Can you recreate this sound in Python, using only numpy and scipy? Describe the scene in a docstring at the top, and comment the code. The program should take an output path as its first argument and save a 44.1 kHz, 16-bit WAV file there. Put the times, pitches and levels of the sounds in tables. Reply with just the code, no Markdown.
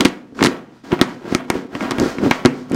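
"""Rolling pin crushing roasted seeds

A wooden rolling pin goes back and forth over hard roasted seeds on a wooden kitchen counter.
Seeds burst with sharp cracks made of random pulses, and the pin's thumps set low tones ringing.
In between, fragments crunch and the pin rumbles, both built from random tiny clicks.
The room rings briefly as fading noise, and the loudest cracks overload the microphone."""
import sys
import numpy as np
from scipy import signal
from scipy.fft import rfft, irfft
from scipy.io import wavfile

SR = 44100
rng = np.random.default_rng(int(sys.argv[2]) if len(sys.argv) > 2 else 0)


def persist_wave(psi):
    """Save psi, clipped to +-1, as 16-bit WAV."""
    counts = np.round(np.clip(psi, -1, 1) * 32767).astype(np.int16)
    wavfile.write(sys.argv[1], SR, np.atleast_2d(counts).T)


N = 121275   # length in samples: 2.75 s

# How the rolling swells and fades, before the overall level of each layer is added.
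# Columns: time_s, crackle_db, crunch_db, rumble_db
ROLLING_LEVELS = [(0, -35, -25, -8), (0.041, -44, -29, -23), (0.11, -42.5, -41, -32),
                  (0.28, -70, -59, -42.5), (0.343, -65, -66, -35), (0.349, -48.5, -56, -42.5),
                  (0.411, -35, -32, -13.5), (0.468, -29, -29.5, -16.5), (0.539, -44, -36, -32),
                  (0.68, -66.5, -56.5, -43), (0.77, -56, -58.5, -45.5), (0.832, -64, -73, -56),
                  (0.842, -45, -43, -38), (0.899, -45, -47, -33), (0.93, -38, -20, -10.5),
                  (0.968, -43, -41.5, -29.5), (1.0, -50, -31.5, -23), (1.09, -40.5, -38.5, -31),
                  (1.2, -54.5, -52, -38), (1.26, -47, -39.5, -26.5), (1.33, -33.5, -34.5, -27),
                  (1.399, -52.5, -35, -37), (1.469, -54, -48.5, -30.5), (1.558, -37, -32, -19.5),
                  (1.69, -59.5, -55, -37.5), (1.76, -40, -31, -22), (1.79, -40, -44, -31.5),
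                  (1.83, -33, -29.5, -16.5), (1.88, -40, -31, -24), (1.96, -41.5, -34.5, -27.5),
                  (2.018, -29, -32, -9.5), (2.1, -31.5, -36, -26), (2.169, -43, -41, -28),
                  (2.21, -41.5, -41, -19), (2.248, -30, -25.5, -7.5), (2.291, -36, -36, -20),
                  (2.35, -33.5, -32, -42), (2.42, -45.5, -37.5, -30.5), (2.53, -44, -39.5, -26),
                  (2.599, -45, -54, -36), (2.68, -54, -53, -42), (2.75, -34, -29.5, -7)]
# Each seed that bursts, before the overall levels of knocks and thumps are added.
# Columns: start_s, crack_db, crack_pitch_hz, crack_decay_s, knock_db, thump_db
SEED_BURSTS = [ (.0075, -2, 2860, 0.002, -8, -9), (0.0501, -13, 3450, 0.006, -9, -2),
               (0.0543, -1, 2560, 0.0026, -6.5, -1.5), (0.0604, -32, 2930, .0008, -22, -7),
               (0.085, -25, 5000, .0004, -41, -24), (0.391, -42, 2560, 0.00027, -18.5, -33),
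               (0.4086, -45, 2940, 0.00061, -14, -31), (0.4269, -5.5, 3060, 0.0016, -6, -7),
               (.4387, -5.5, 4100, 0.0028, -16.5, -8), (0.4474, -4.5, 3650, 0.0009, -7, -10),
               (0.4546, -12, 4500, 0.00076, -14, -11), (.4604, -7, 3700, 0.002, -7.5, -10.5),
               (0.4698, -7.5, 2780, 0.0011, -16, -9.5), (0.9193, -34, 2200, 0.0005, -14.5, -24),
               (0.991, -38, 2200, 0.00063, -22.5, -20), (1.322, -28, 2600, 0.00072, -25, -43),
               (1.0135, -2, 3200, 0.0028, -1, 0.5), (1.3492, -2, 4800, 0.00056, -9, -2),
               (1.5013, -8.5, 5000, 0.0014, -7, -5), (1.7514, -28, 2260, .0007, -18, -18),
               (1.808, -34, 1690, 0.00074, -18.5, -30), (1.891, -44, 2266, .001, -32, -37),
               (1.9096, -15, 3240, 0.0027, -11.5, -12.5), (1.9176, -23, 3200, 0.0014, -13.5, -12),
               (1.984, -21, 5760, 0.00039, -16.5, -11), (1.9992, -10, 5100, 0.00058, -21.5, -8),
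               (2.1847, -33.5, 1500, 0.00062, -21, -14), (2.311, -5.5, 2160, .001, 0.5, -3.5),
               (2.4506, -16, 1380, 0.00032, -6, 6.5), (2.4586, -2, 4000, 0.00052, -3.5, 5.5),
               (2.699, -31.5, 6300, .0004, -57, -48), (2.719, -24.5, 6700, 0.00085, -24.5, -28),
               (2.7462, -20, 5200, 0.00092, -31, -20)]
# The pin slips off a heap and bumps the counter. Columns: start_s, level_db
PIN_BUMPS = [(0.3241, -26), (0.4173, -6.5), (0.9275, -2.5), (1.3248, -6), (1.5555, -10.5), (2.0092, -17),
             (2.0222, -12), (2.0602, -6), (2.2362, -4.5), (2.2629, -3.5), (2.2698, -8), (2.7132, -13),
             (2.7284, -23)]
# Low ringing tones of a thump: short ones from the counter, long faint ones from the room.
# Columns: pitch_hz, level_db, t60_s (time to fade by 60 dB)
THUMP_TONES = [(84.4, -29.5, 0.078), (147.7, -29, 0.44), (218, -21, 0.038), (251.6, -29.5, 0.63),
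               (276, -1.5, 0.038), (347.4, -4, 0.046), (455, -8.5, 0.02)]

# Tone colours: only the shape counts, as the level is set elsewhere.
# Columns of these five: frequency_hz, level_db (per Hz)
KNOCK_COLOUR = [(120, -32.5), (300, -7), (500, 2), (700, -1), (900, 4), (1400, 1), (2200, 1.5),
                (2900, -4.5), (4000, -13), (8000, -25.5), (16000, -69.5)]
CRACKLE_COLOUR = [(1500, 16), (2800, 3.5), (4800, 6.5), (7000, 0), (10000, -11), (16000, -16)]
CRUNCH_COLOUR = [(250, -19), (500, 2), (850, 1), (1400, -3.5), (2300, -11.5), (3200, -13.5), (6000, -37.5)]
RUMBLE_COLOUR = [(25, -37.5), (55, -34.5), (85, -14.5), (115, -10.5), (160, -8.5), (250, 5.5), (345, -1),
                 (460, -2), (700, -23), (1500, -68.5)]
BACKGROUND_COLOUR = [(25, -25), (100, 0.5), (220, 8.5), (500, -15.5), (2000, -19.5), (6000, -27),
                     (16000, -48)]

# Strength of the kitchen's ringing. 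Columns: frequency_hz, level_db
ROOM_LEVELS = [(60, -59), (140, -8.5), (270, -15), (600, -9), (1200, -16.5), (2200, -9), (4500, -14.5),
               (9000, -15.5), (16000, -39)]
# How long the kitchen rings. Columns: frequency_hz, t60_s
ROOM_FADES = [(100, 1), (260, 0.45), (700, 0.58), (2000, 0.37), (5000, 0.12), (14000, 0.25)]

# Rolling: overall level, average number of grains per second, spread of grain sizes
CRACKLE_DB, CRACKLE_PER_S, CRACKLE_SPREAD_DB = 1.5, 7000, 3.0
CRUNCH_DB, CRUNCH_PER_S, CRUNCH_SPREAD_DB = 1, 1400, 2.5
RUMBLE_DB, RUMBLE_PER_S, RUMBLE_SPREAD_DB = -3.5, 350, 1

# Cracks: first snap against the rattle, and broad splintering against the shell's tone
SNAP_DB, SPLINTER_DB = 4, -22
SPLINTER_LOW_HZ, SPLINTER_HIGH_HZ = 900, 6000
SHELL_WIDTH = 0.65       # width of the shell's resonance, as a share of its pitch
CRACK_TOP_HZ = 9560      # the cracks fade above this

# Knocks: the snap is a plain factor
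KNOCK_DB, KNOCK_DECAY_S, KNOCK_SNAP = -1, 0.0033, 0.37

# Thumps: the pin lands softly, just after the shell gives
THUMP_DB, DROP_DELAY_S = -1.5, 0.00077
THUMP_LOW_HZ, THUMP_HIGH_HZ = 81, 1500
TONE_SCATTER_DB = 3.45   # how much each tone varies from blow to blow

# Kitchen: quick reflections, the wait before the tail, and how much of each sound reaches the room
EARLY_DB, EARLY_T60_S, EARLY_GAP_S = -7.5, 0.094, 0.00168
EARLY_LOW_HZ, EARLY_HIGH_HZ = 490, 6200
TAIL_GAP_S = 0.0069
CRACK_ROOM_DB, KNOCK_ROOM_DB, THUMP_ROOM_DB = -3.5, -0.5, -2.5

BACKGROUND_DB = -50.5
CLIP_KNEE = 6            # higher flattens the peaks more abruptly
CUTOFF_HZ = 16000


def from_db(db):
    """Turn decibels into a plain factor."""
    return 10 ** (np.asarray(db) / 20)


def rms_one(x):
    """Scale a sound so its average strength (rms) is one."""
    return x / np.sqrt(np.mean(x ** 2) + 1e-20)


def at_hz(points, hz):
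    """Read a table between its points, on a log-frequency axis."""
    table_hz, values = np.transpose(points)
    return np.interp(np.log(np.maximum(hz, 1)), np.log(table_hz), values)


def colour(x, spectrum):
    """Give a sound a tone colour with a filter that never acts early; the result has unit rms."""
    size = 4096
    hz = np.arange(size // 2 + 1) * SR / size
    # Folding the cepstrum puts the filter's energy as early as possible.
    cepstrum = irfft(np.log(from_db(at_hz(spectrum, hz))))
    cepstrum[1:size // 2] *= 2
    cepstrum[size // 2 + 1:] = 0
    response = irfft(np.exp(rfft(cepstrum)))
    return rms_one(signal.fftconvolve(x, response)[:N])


def butter(x, order, hz, kind):
    """Pass a sound through a plain low, high or band filter."""
    b, a = signal.butter(order, hz, kind, fs=SR)
    return signal.lfilter(b, a, x)


def resonance(hz, r):
    """Filter terms for a tone that shrinks by the factor r each sample."""
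    return [1, -2 * r * np.cos(2 * np.pi * hz / SR), r * r]


def add(out, start_s, sound):
    """Mix a sound in at its start time."""
    i = int(np.clip(start_s * SR, 0, N - 1))
    out[i:i + len(sound)] += sound[:N - i]


def struck(tones, times, db):
    """Blows set tones ringing, each tone with its own random strength per blow."""
    out = np.zeros(N)
    scatter = TONE_SCATTER_DB * rng.standard_normal((len(times), len(tones)))
    samples = np.clip(times * SR, 0, N - 1).astype(int)
    for k, (hz, level_db, t60) in enumerate(tones):
        clicks = np.zeros(N) + 1e-18
        np.add.at(clicks, samples, from_db(db + level_db + scatter[:, k]))
        r = from_db(-60 / (t60 * SR))
        out += signal.lfilter([0, np.sin(2 * np.pi * hz / SR)], resonance(hz, r), clicks)
    return out


def grains(spectrum, per_s, spread_db):
    """Random tiny fractures, many small and a few large, coloured to unit rms."""
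    sizes = from_db(spread_db * np.minimum(rng.exponential(1, N), 4))
    signs = rng.choice([-1, 1], N)
    happens = rng.random(N) < per_s / SR
    return colour(sizes * signs * happens, spectrum)


def fracture(decay_s, snap, diffuse):
    """A first snap and a dying rattle, of unit energy; summed over all directions it acts as one click."""
    t = np.arange(SR // 30) / SR
    pulses = rng.choice([-1, 1], len(t)) * np.exp(-t / decay_s) * (not diffuse)
    pulses[0] = 1 + snap * np.linalg.norm(pulses)
    return pulses / np.linalg.norm(pulses)


def background():
    """The quiet background is steady noise with its own tone colour."""
    return from_db(BACKGROUND_DB) * colour(rng.standard_normal(N), BACKGROUND_COLOUR)


def room_tail(t):
    """The room's ringing is bands of noise, each fading at its own rate."""
    edges = np.geomspace(45, 18000, num=22)
    white = rng.standard_normal((2, SR))   # neighbouring bands use different noise
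    tail = np.zeros(SR)
    for k, (low, high) in enumerate(zip(edges, edges[1:])):
        hz = np.sqrt(low * high)
        sos = signal.butter(2, [low, high], "band", fs=SR, output="sos")
        band = signal.sosfilt(sos, white[k % 2])
        band = band * (t > TAIL_GAP_S) * from_db(-60 * t / at_hz(ROOM_FADES, hz))
        tail += from_db(at_hz(ROOM_LEVELS, hz)) * rms_one(band) * np.sqrt(2 * (high - low)) / SR
    return tail


def quick_reflections(t):
    """Counter and cupboards send back dense reflections: a short burst of fading noise."""
    early = rng.standard_normal(SR) * (t > EARLY_GAP_S) * from_db(-60 * t / EARLY_T60_S)
    early = butter(rms_one(early), 1, [EARLY_LOW_HZ, EARLY_HIGH_HZ], "band")
    return from_db(EARLY_DB) * early / np.sqrt(SR)


def kitchen(x):
    """Every sound sent into the room returns as quick reflections and a longer tail."""
    t = np.arange(SR) / SR
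    return signal.fftconvolve(x, room_tail(t) + quick_reflections(t))[:N]


def rolling():
    """Fragments crackle and crunch under the pin, which rumbles over them."""
    time_s, *columns = np.transpose(ROLLING_LEVELS)
    t = np.arange(N) / SR
    crackle_db, crunch_db, rumble_db = [np.interp(t, time_s, column) for column in columns]
    crackle = grains(CRACKLE_COLOUR, CRACKLE_PER_S, CRACKLE_SPREAD_DB)
    crunch = grains(CRUNCH_COLOUR, CRUNCH_PER_S, CRUNCH_SPREAD_DB)
    rumble = grains(RUMBLE_COLOUR, RUMBLE_PER_S, RUMBLE_SPREAD_DB)
    return (from_db(crackle_db + CRACKLE_DB) * crackle
            + from_db(crunch_db + CRUNCH_DB) * crunch
            + from_db(rumble_db + RUMBLE_DB) * rumble)


def thumps():
    """The pin drops when a seed gives way or a heap slips; counter and room ring with low tones."""
    burst_s, _, _, _, _, burst_db = np.transpose(SEED_BURSTS)
    bump_s, bump_db = np.transpose(PIN_BUMPS)
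    times = np.r_[burst_s + DROP_DELAY_S, bump_s]
    boom = struck(THUMP_TONES, times, np.r_[burst_db, bump_db])
    boom = butter(boom, 1, THUMP_HIGH_HZ, "low")
    boom = butter(boom, 2, THUMP_LOW_HZ, "high")
    return -from_db(THUMP_DB) * boom   # minus: the wave is upside down


def knocks(diffuse):
    """The broken shell rattles against the pin for a few milliseconds: a dry, pitchless knock."""
    out = np.zeros(N)
    for start_s, _, _, _, db, _ in SEED_BURSTS:
        rattle = fracture(KNOCK_DECAY_S, KNOCK_SNAP, diffuse)
        add(out, start_s, from_db(db + KNOCK_DB) * rattle * np.sqrt(KNOCK_DECAY_S / 2 * SR))
    return colour(out, KNOCK_COLOUR) * np.std(out)   # keep the strength it had before colouring


def cracks(diffuse):
    """Each shell snaps and briefly splits on, through its resonance and as broad splinters."""
    out = np.zeros(N)
    for start_s, db, hz, decay_s, _, _ in SEED_BURSTS:
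        split = fracture(decay_s, from_db(SNAP_DB), diffuse)
        r = np.exp(-np.pi * SHELL_WIDTH * hz / SR)
        shell = signal.lfilter([1, -1], resonance(hz, r), split)
        splinters = butter(split, 1, [SPLINTER_LOW_HZ, SPLINTER_HIGH_HZ], "band")
        burst = rms_one(shell) + from_db(SPLINTER_DB) * rms_one(splinters)
        burst = burst / np.linalg.norm(burst)
        # A longer crack carries more energy.
        add(out, start_s, from_db(db) * burst * np.sqrt(decay_s / 2 * SR))
    return butter(out, 2, CRACK_TOP_HZ, "low")


def scene():
    """Pin, seeds and counter sound directly and through the kitchen, over its quiet background."""
    thump, roll = thumps(), rolling()
    direct = cracks(False) + knocks(False) + thump + roll
    sent_to_room = (from_db(CRACK_ROOM_DB) * cracks(True)
                    + from_db(KNOCK_ROOM_DB) * knocks(True)
                    + from_db(THUMP_ROOM_DB) * thump
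                    + roll)
    mix = background() + kitchen(sent_to_room) + direct
    return mix[None]   # one channel


def record(dry):
    """The overloaded microphone flattens the loudest peaks; the top of the treble is cut."""
    clipped = dry / (1 + np.abs(dry) ** CLIP_KNEE) ** (1 / CLIP_KNEE)
    treble_cut = signal.butter(20, CUTOFF_HZ, fs=SR, output="sos")
    return signal.sosfiltfilt(treble_cut, clipped)


dry = scene()
out = record(dry)
persist_wave(out)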